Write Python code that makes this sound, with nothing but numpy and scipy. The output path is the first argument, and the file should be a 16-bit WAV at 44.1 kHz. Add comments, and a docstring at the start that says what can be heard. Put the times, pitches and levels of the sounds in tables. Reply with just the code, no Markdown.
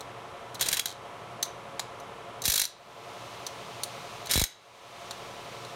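"""A cordless impact driver tightens three screws on a motor's mounting plate. Each burst is a short
train of hammer blows that ring the steel and grow harder as the screw seats; a few jolt the bench.
Between bursts the bit clicks on the screw heads. Behind, a belt-driven workshop machine throbs,
later joined by a hiss of air. Gain control ducks the workshop under each burst and lets it swell back."""
import sys
import numpy as np
from scipy import signal
from scipy.fft import rfft, irfft, next_fast_len
from scipy.io import wavfile
from scipy.ndimage import uniform_filter1d, map_coordinates

SR = 44100
rng = np.random.default_rng(int(sys.argv[2]) if len(sys.argv) > 2 else 0)


def waveform_to_disk(signal):
    """Save audio, clipped to [-1, 1], as 16-bit WAV at the path in sys.argv[1]."""
    frames = np.transpose(np.atleast_2d(signal))
    scaled = np.clip(frames, -1, 1) * 32767
    samples = np.round(scaled).astype(np.int16)
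    wavfile.write(sys.argv[1], SR, samples)


N = 253575

# Machine clatter. Each row: frequency in Hz, relative level in dB.
CLATTER_SPECTRUM = [(25, -21), (70, -13.5), (120, -3.5), (270, -10.5), (420, -5), (620, -6), (1050, -5),
                    (1650, -12.5), (3250, -16), (4700, -26), (6500, -27), (7900, -32), (9800, -32.5),
                    (16000, -47)]
# Machine hum. Each row: frequency in Hz, relative level in dB.
HUM_TONES = [(118.4, -57.5), (360.7, -61), (452.2, -57), (549.1, -54), (592.2, -57.5), (699.8, -52.5),
             (845.2, -59), (969.0, -57.5), (1120, -58), (1238, -60.5), (1324, -59)]
# Belt speed. Each row: time in seconds, turns per second.
BELT_SPEED = [(0, 11.37), (1.2, 11.42), (3.2, 11.33), (4.6, 11.2), (5.75, 11.33)]
# Air hiss. Each row: frequency in Hz, relative level in dB.
HISS_SPECTRUM = [(1000, -14.5), (2400, 1.5), (4000, 0), (5000, -4.5), (6300, -5), (7800, -11.5),
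                 (9400, -11), (10500, -19), (13300, -17.5), (16000, -26)]
# Build-up of the hiss. Each row: time in seconds, level in dB.
HISS_ENVELOPE = [(2.5, -75), (2.8, -55), (3.3, -51), (4, -49), (5.75, -50.5)]
# Workshop echo. Each row: frequency in Hz, T60 in seconds.
ROOM_DECAY = [(200, 0.53), (4000, 0.35), (8000, 0.23), (15000, 0.133)]
# Blows that jolt the bench. Each row: start in seconds, level in dB.
BENCH_JOLTS = [(2.48, -26), (4.356, -12), (4.3768, -8), (4.4158, -5)]
# Bit meets or leaves a screw head. Each row: start in seconds, relative level in dB,
# favoured ring in Hz, treble tilt in dB per octave.
BIT_CLICKS = [(.007, -27, 3950, 2), (0.545, -29, 5760, 5), (0.552, -26, 3910, -2), (1.4274, -9.5, 6070, 1),
              (1.454, -31, 6200, -2), (1.7946, -14.5, 6900, -2.5), (1.999, -37, 5970, 2),
              (2.419, -20.5, 6050, 4.5), (3.466, -19, 5880, 1), (3.834, -14, 9600, 2.5),
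              (4.258, -26.5, 4000, 5), (4.27, -22.5, 4000, -2.5), (5.109, -21, 3280, -3),
              (5.648, -31.5, 4000, -1.5)]
# Ring of the bit on a screw head. Each row: frequency in Hz, relative level in dB, T60 in seconds.
BIT_MODES = [(3200, -16, 0.061), (4178, -19, 0.068), (4460, -20.5, 0.038), (6216, 4.5, 0.045),
             (6400, -15.5, 0.17), (7260, -25, 0.06), (8730, -14.5, .1), (9700, -2, 0.042),
             (12070, -19.5, .1)]
# Scrape of a light contact. Each row: frequency in Hz, relative level in dB.
SCRAPE_SPECTRUM = [(80, -61), (500, -6), (2900, -10.5), (4100, 7), (5000, -4), (6300, -0.5), (8000, -4.5),
                   (9700, -6), (12000, -10), (16000, -16)]
# Anvil, bit and plate. Each row: frequency in Hz, bandwidth in Hz, relative level in dB.
STEEL_MODES = [(1520, 430, -14.5), (2330, 110, -20), (3255, 84, -2), (4000, 165.4, 6), (4273, 151, 1.5),
               (5750, 260, -2), (5832, 150, 1.5), (7350, 390, -3.5), (8300, 220, -0.5), (9790, 140, -3),
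               (11420, 750, -7.5)]
# Broad colour of a blow. Each row: frequency in Hz, relative level in dB.
CRASH_SPECTRUM = [(60, -16), (250, -14.5), (1000, -11), (1700, -7), (4000, -1.5), (7000, 2.5), (11500, 1),
                  (16000, -6.5)]
# One pull per screw. Each row: start and stop in seconds, gear whirr in dB, favoured ring in Hz,
# relative treble tilt in dB per octave, seating time in seconds, gain once seated in dB.
TRIGGER_PULLS = [(0.595, 0.804, -38.5, 3210, -2.5, 0.725, 3.5), (2.439, 2.634, -33, 5940, 0, 2.59, 11.5),
                 (4.294, 4.452, -28.5, 2240, -2, 4.39, 5)]
# Hammering at full trigger. Each row: start in seconds, relative level before seating in dB,
# first rattle length in seconds, number of blows.
BLOW_TRAINS = [(2.4545, -10, 0.015, 9), (4.3113, -4.5, 0.019, 6)]
# Blows at half trigger or as the motor stops. Each row: start in seconds,
# relative level before seating in dB, rattle length in seconds.
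SINGLE_BLOWS = [(.6105, -12.5, 0.014), (.626, -14.5, 0.0065), (.6605, -20, .014), (.6862, -7.5, 0.0053),
                (.7165, -18, 0.0033), (.728, -10, 0.011), (.741, -15, 0.0084), (.7697, -14.5, 0.0084),
                (.795, -9.5, 0.0048), (.8575, -13.5, 0.0041), (2.6405, -20, 0.0053),
                (2.6525, -18.5, 0.0034), (4.439, 0.5, 0.0019)]


def amp(db):
    """Decibels to gain."""
    return 10 ** (np.asarray(db) / 20)


def unit_rms(x):
    """Scale to rms 1."""
    return x / np.sqrt(np.mean(x ** 2) + 1e-20)


def at_hz(points, hz):
    """Interpolate (Hz, value) points on a log axis."""
    knots_hz, values = np.transpose(points)
    return np.interp(np.log(hz + 1), np.log(knots_hz), values)


def at_time(points, t):
    """Interpolate (seconds, value) points."""
    return np.interp(t, *np.transpose(points))


def wobble(rate_hz):
    """Smooth random curve, rate_hz knots per second."""
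    knots = rng.standard_normal(int(N * rate_hz / SR) + 4)
    return map_coordinates(knots, [np.arange(N) * rate_hz / SR])


def filtered(x, response):
    """Apply a gain given as a function of Hz."""
    size = next_fast_len(len(x) + SR // 10)
    return irfft(rfft(x, size) * response(np.fft.rfftfreq(size, 1 / SR)), size)[:len(x)]


def noise(spectrum, size):
    """Coloured noise of rms 1."""
    return unit_rms(filtered(rng.standard_normal(size), lambda hz: amp(at_hz(spectrum, hz))))


def band_limit(hz, top_hz=15750):
    """Steep low-pass response."""
    return amp(-np.clip((hz - top_hz) / 100, 0, 11) ** 2)


def room_echo(x):
    """Workshop echo: each frequency dies at its own rate."""
    hz, t, spectra = signal.stft(rng.standard_normal(SR * 3 // 4), SR, nperseg=256)
    decay = amp(-60 * t / at_hz(ROOM_DECAY, hz)[:, None])
    tail = signal.istft(spectra * decay, SR, nperseg=256)[1]
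    return signal.fftconvolve(x, np.pad(tail / np.linalg.norm(tail), (SR // 200, 0)))[:N]


def belt_machine():
    """Part of the clatter repeats every belt turn; the hum throbs with it."""
    t = np.arange(N) / SR
    turns = np.cumsum(at_time(BELT_SPEED, t)) / SR
    throb = np.cos(2 * np.pi * turns)
    cycle = rng.standard_normal(round(SR / BELT_SPEED[0][1]))
    position = (turns + 0.001086 * wobble(6.9)) % 1 * len(cycle)
    looped = unit_rms(map_coordinates(cycle, [position], mode="grid-wrap"))
    loop_share = lambda hz: at_hz([(250, 0.089), (500, 0.49), (1300, 0.6), (3500, 0.44)], hz)
    periodic = filtered(looped, lambda hz: np.sqrt(loop_share(hz)))
    irregular = filtered(rng.standard_normal(N), lambda hz: np.sqrt(1 - loop_share(hz)))
    clatter = unit_rms(filtered(periodic + irregular, lambda hz: amp(at_hz(CLATTER_SPECTRUM, hz))))
    hum = np.zeros(N)
    for hz, db in HUM_TONES:
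        depth = at_hz([(120, .05), (450, 0.204), (690, 0.834), (950, 0.028)], hz)
        drift_rad = hz / 600 * wobble(5) + .3 * wobble(40)
        envelope = amp(db + 1.24 * wobble(7)) * (1 + depth * throb)
        hum += envelope * np.sin(2 * np.pi * (hz * t + rng.random()) + drift_rad)
    return amp(-45) * clatter + amp(1.14) * hum


def air_hiss():
    """A rush of air builds up, with a thin whistle at its start."""
    t = np.arange(N) / SR
    air = amp(at_time(HISS_ENVELOPE, t) + .4 * wobble(8)) * noise(HISS_SPECTRUM, N)
    whistle_hz = at_time([(2.75, 13480), (3.5, 13250)], t) + 80 * wobble(300)
    whistle_db = at_time([(2.6, -100), (2.8, -72), (3.3, -77), (3.8, -93)], t)
    return air + amp(whistle_db) * np.sin(2 * np.pi * np.cumsum(whistle_hz) / SR)


def bench_thuds():
    """Bending waves: highs arrive first, then sink to a thud. The sign alternates as the bench rocks."""
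    out, t = np.zeros(N), np.arange(SR // 10) / SR
    cycles = (t / .00018) ** .26
    thud = np.sin(2 * np.pi * cycles) * np.exp(-(t / 0.0242) ** 3)
    for k, (start_s, db) in enumerate(BENCH_JOLTS):
        add(out, start_s, (-1) ** k * amp(db) * thud)
    return out


def add(track, start_s, sound):
    """Mix a sound into a track."""
    part = track[round(start_s * SR):][:len(sound)]
    part += sound[:len(part)]


def nearest_pull(time_s):
    """The trigger pull that starts nearest to time_s."""
    return min(TRIGGER_PULLS, key=lambda pull: abs(pull[0] - time_s))


def contact_gain(hz, ring_hz, tilt_db_oct, boost_db):
    """The contact point tilts the treble and favours one resonance."""
    octaves = np.log2(np.maximum(hz, 1000) / 6000)
    peak = np.exp(-(np.log((hz + 1) / ring_hz) / .05) ** 2)
    return amp(tilt_db_oct * octaves + boost_db * peak)


def light_contacts(scrape_s=0.00702, tap_s=0.0046, coast_start_s=.8712, coast_gap_s=.0106):
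    """Each row: start in seconds, relative dB, ring in Hz, tilt in dB per octave, length in seconds."""
    rows = [(*click, scrape_s) for click in BIT_CLICKS]
    for start_s, _, _, ring_hz, tilt_db_oct, *_ in TRIGGER_PULLS:  # anvil takes up its slack
        rows.append((start_s, -23, ring_hz, tilt_db_oct, tap_s))
    ring_hz, tilt_db_oct = nearest_pull(coast_start_s)[3:5]
    for k in range(6):  # coasting hammer ticks over the anvil
        rows.append((coast_start_s + k * coast_gap_s, -19.5 - 1.5 * k, ring_hz, tilt_db_oct, tap_s))
    return rows


def steel_clicks():
    """Steel touches steel: a brief scrape and a thin ring."""
    out, t = np.zeros(N), np.arange(SR // 4) / SR
    attack = 1 - np.exp(-t / 0.0002)
    for start_s, db, ring_hz, tilt_db_oct, length_s in light_contacts():
        colour = lambda hz: contact_gain(hz, ring_hz, tilt_db_oct, boost_db=8.5)
        scrape = unit_rms(filtered(noise(SCRAPE_SPECTRUM, len(t)), colour))
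        scrape *= np.exp(-(t / length_s) ** 2) + 0.17 * np.exp(-t / 0.021)
        ring = np.zeros(len(t))
        for hz, mode_db, t60_s in BIT_MODES:
            envelope = amp(mode_db + rng.normal(0, 1.25) - 60 * t / t60_s)
            ring += colour(hz) * envelope * np.sin(2 * np.pi * (hz * t + rng.random()))
        add(out, start_s, amp(db) * (amp(-12) * scrape + amp(-27) * ring) * attack)
    return out


def ring_steel(force, ring_db, ring_hz, tilt_db_oct):
    """Force rings the steel modes, at new strengths each time, over a broad crash. Unit power gain."""
    strengths = amp(rng.normal(0, 2, len(STEEL_MODES)))

    def response(hz):
        modes = 0
        for k, (mode_hz, width_hz, db) in enumerate(STEEL_MODES):
            resonance = 1j * hz * width_hz / (mode_hz ** 2 - hz ** 2 + 1j * hz * width_hz)
            modes += (-1) ** k * strengths[k] * amp(db) * resonance
        gain = amp(at_hz(CRASH_SPECTRUM, hz)) + 1j * amp(ring_db) * modes
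        gain *= contact_gain(hz, ring_hz, tilt_db_oct, boost_db=5) * band_limit(hz)
        return gain / np.sqrt(np.mean(abs(gain) ** 2))
    return filtered(force, response)


def seating_db(time_s, seat_s, seated_db, width_s=0.013):
    """Extra level as the screw head seats and the joint stiffens."""
    return seated_db * (1 + np.tanh((time_s - seat_s) / (2 * width_s))) / 2


def gear_whirr(rise_s=0.0073, fall_s=0.017):
    """The gears chatter through the steel during each pull."""
    out, t = np.zeros(N), np.arange(SR // 3) / SR
    for start_s, stop_s, db, ring_hz, tilt_db_oct, seat_s, seated_db in TRIGGER_PULLS:
        spin = np.clip(t / rise_s, 0, 1) * np.exp(-np.maximum(start_s + t - stop_s, 0) / fall_s)
        chatter = amp(3.1 * wobble(394.5)[:len(t)] + seating_db(start_s + t, seat_s, seated_db))
        force = spin * chatter * rng.standard_normal(len(t))
        whirr = ring_steel(force, ring_db=2.36, ring_hz=ring_hz, tilt_db_oct=tilt_db_oct - 3)
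        add(out, start_s, amp(db) * whirr)
    return out


def blow_schedule(beat_s=.01935, spin_up_s=.007, spin_up_blows=.8, rattle_ratio=0.87):
    """Single blows, plus trains that settle to an even beat and rattle less as the play is taken up."""
    rows = list(SINGLE_BLOWS)
    for start_s, db, rattle_s, count in BLOW_TRAINS:
        for k in range(count):
            lag_s = spin_up_s * (1 - np.exp(-k / spin_up_blows))
            rows.append((start_s + k * beat_s + lag_s, db, rattle_s * rattle_ratio ** k))
    return rows


def hammer_blows(recoil_hz=149.5, recoil_decay_s=0.0055):
    """Hammer hits anvil: a bright crack, a rattle of loose anvil and bit, a recoil of the tool's body."""
    out, t = np.zeros(N), np.arange(SR // 10) / SR
    recoil = np.sin(2 * np.pi * recoil_hz * t) * np.exp(-t / recoil_decay_s)
    for start_s, db, rattle_s in blow_schedule():
        ring_hz, tilt_db_oct, seat_s, seated_db = nearest_pull(start_s)[3:]
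        envelope = np.exp(-(t / rattle_s) ** 2.6) + 0.62 * np.exp(-t / 0.0084)
        bounces = envelope * rng.standard_normal(len(t)) * amp(2.3 * wobble(626)[:len(t)])
        impact = np.exp(-t / 0.0035) * rng.standard_normal(len(t))
        rattle = ring_steel(bounces, ring_db=3.5, ring_hz=ring_hz, tilt_db_oct=tilt_db_oct - 0.38)
        crack = ring_steel(impact, ring_db=-32, ring_hz=12600, tilt_db_oct=0)
        blow = amp(-12.5) * rattle + amp(-9.5) * crack + amp(-33) * recoil
        add(out, start_s, amp(db + seating_db(start_s, seat_s, seated_db)) * blow)
    return out


def scene():
    """The tool close by, the workshop behind. Mono."""
    driver = gear_whirr() + hammer_blows()
    clicks = steel_clicks()
    echo = room_echo(amp(-15) * driver + amp(-15.5) * clicks)
    return (driver + clicks + bench_thuds() + echo + belt_machine() + air_hiss())[None]


def gain_control(x, limit_db, release_db_per_s, bass_lag_s=0.15, bass_share=0.34):
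    """Gain drops at once above the limit, then climbs back; a slower stage cuts the bass deeper."""
    level_db = 10 * np.log10(abs(uniform_filter1d(x ** 2, size=260)) + 1e-12)
    climb_db = release_db_per_s * np.arange(N) / SR
    cut_db = np.maximum.accumulate(np.maximum(level_db - limit_db, 0) + climb_db) - climb_db
    step = 1 / (bass_lag_s * SR)
    bass_cut_db = bass_share * signal.lfilter([step], [1, step - 1], cut_db)
    bass = filtered(x, lambda hz: 1 / (1 + (hz / 380) ** 4))
    return (x - bass + bass * amp(-bass_cut_db)) * amp(-uniform_filter1d(cut_db, size=90))


def record(dry):
    """Gain control, soft clipping, low-pass."""
    ducked = gain_control(dry[0], limit_db=-21.7, release_db_per_s=28)
    clipped = ducked / (1 + abs(ducked / .195) ** 6) ** (1 / 6)
    return filtered(clipped, band_limit)[None]


dry = scene()
out = record(dry)
waveform_to_disk(out)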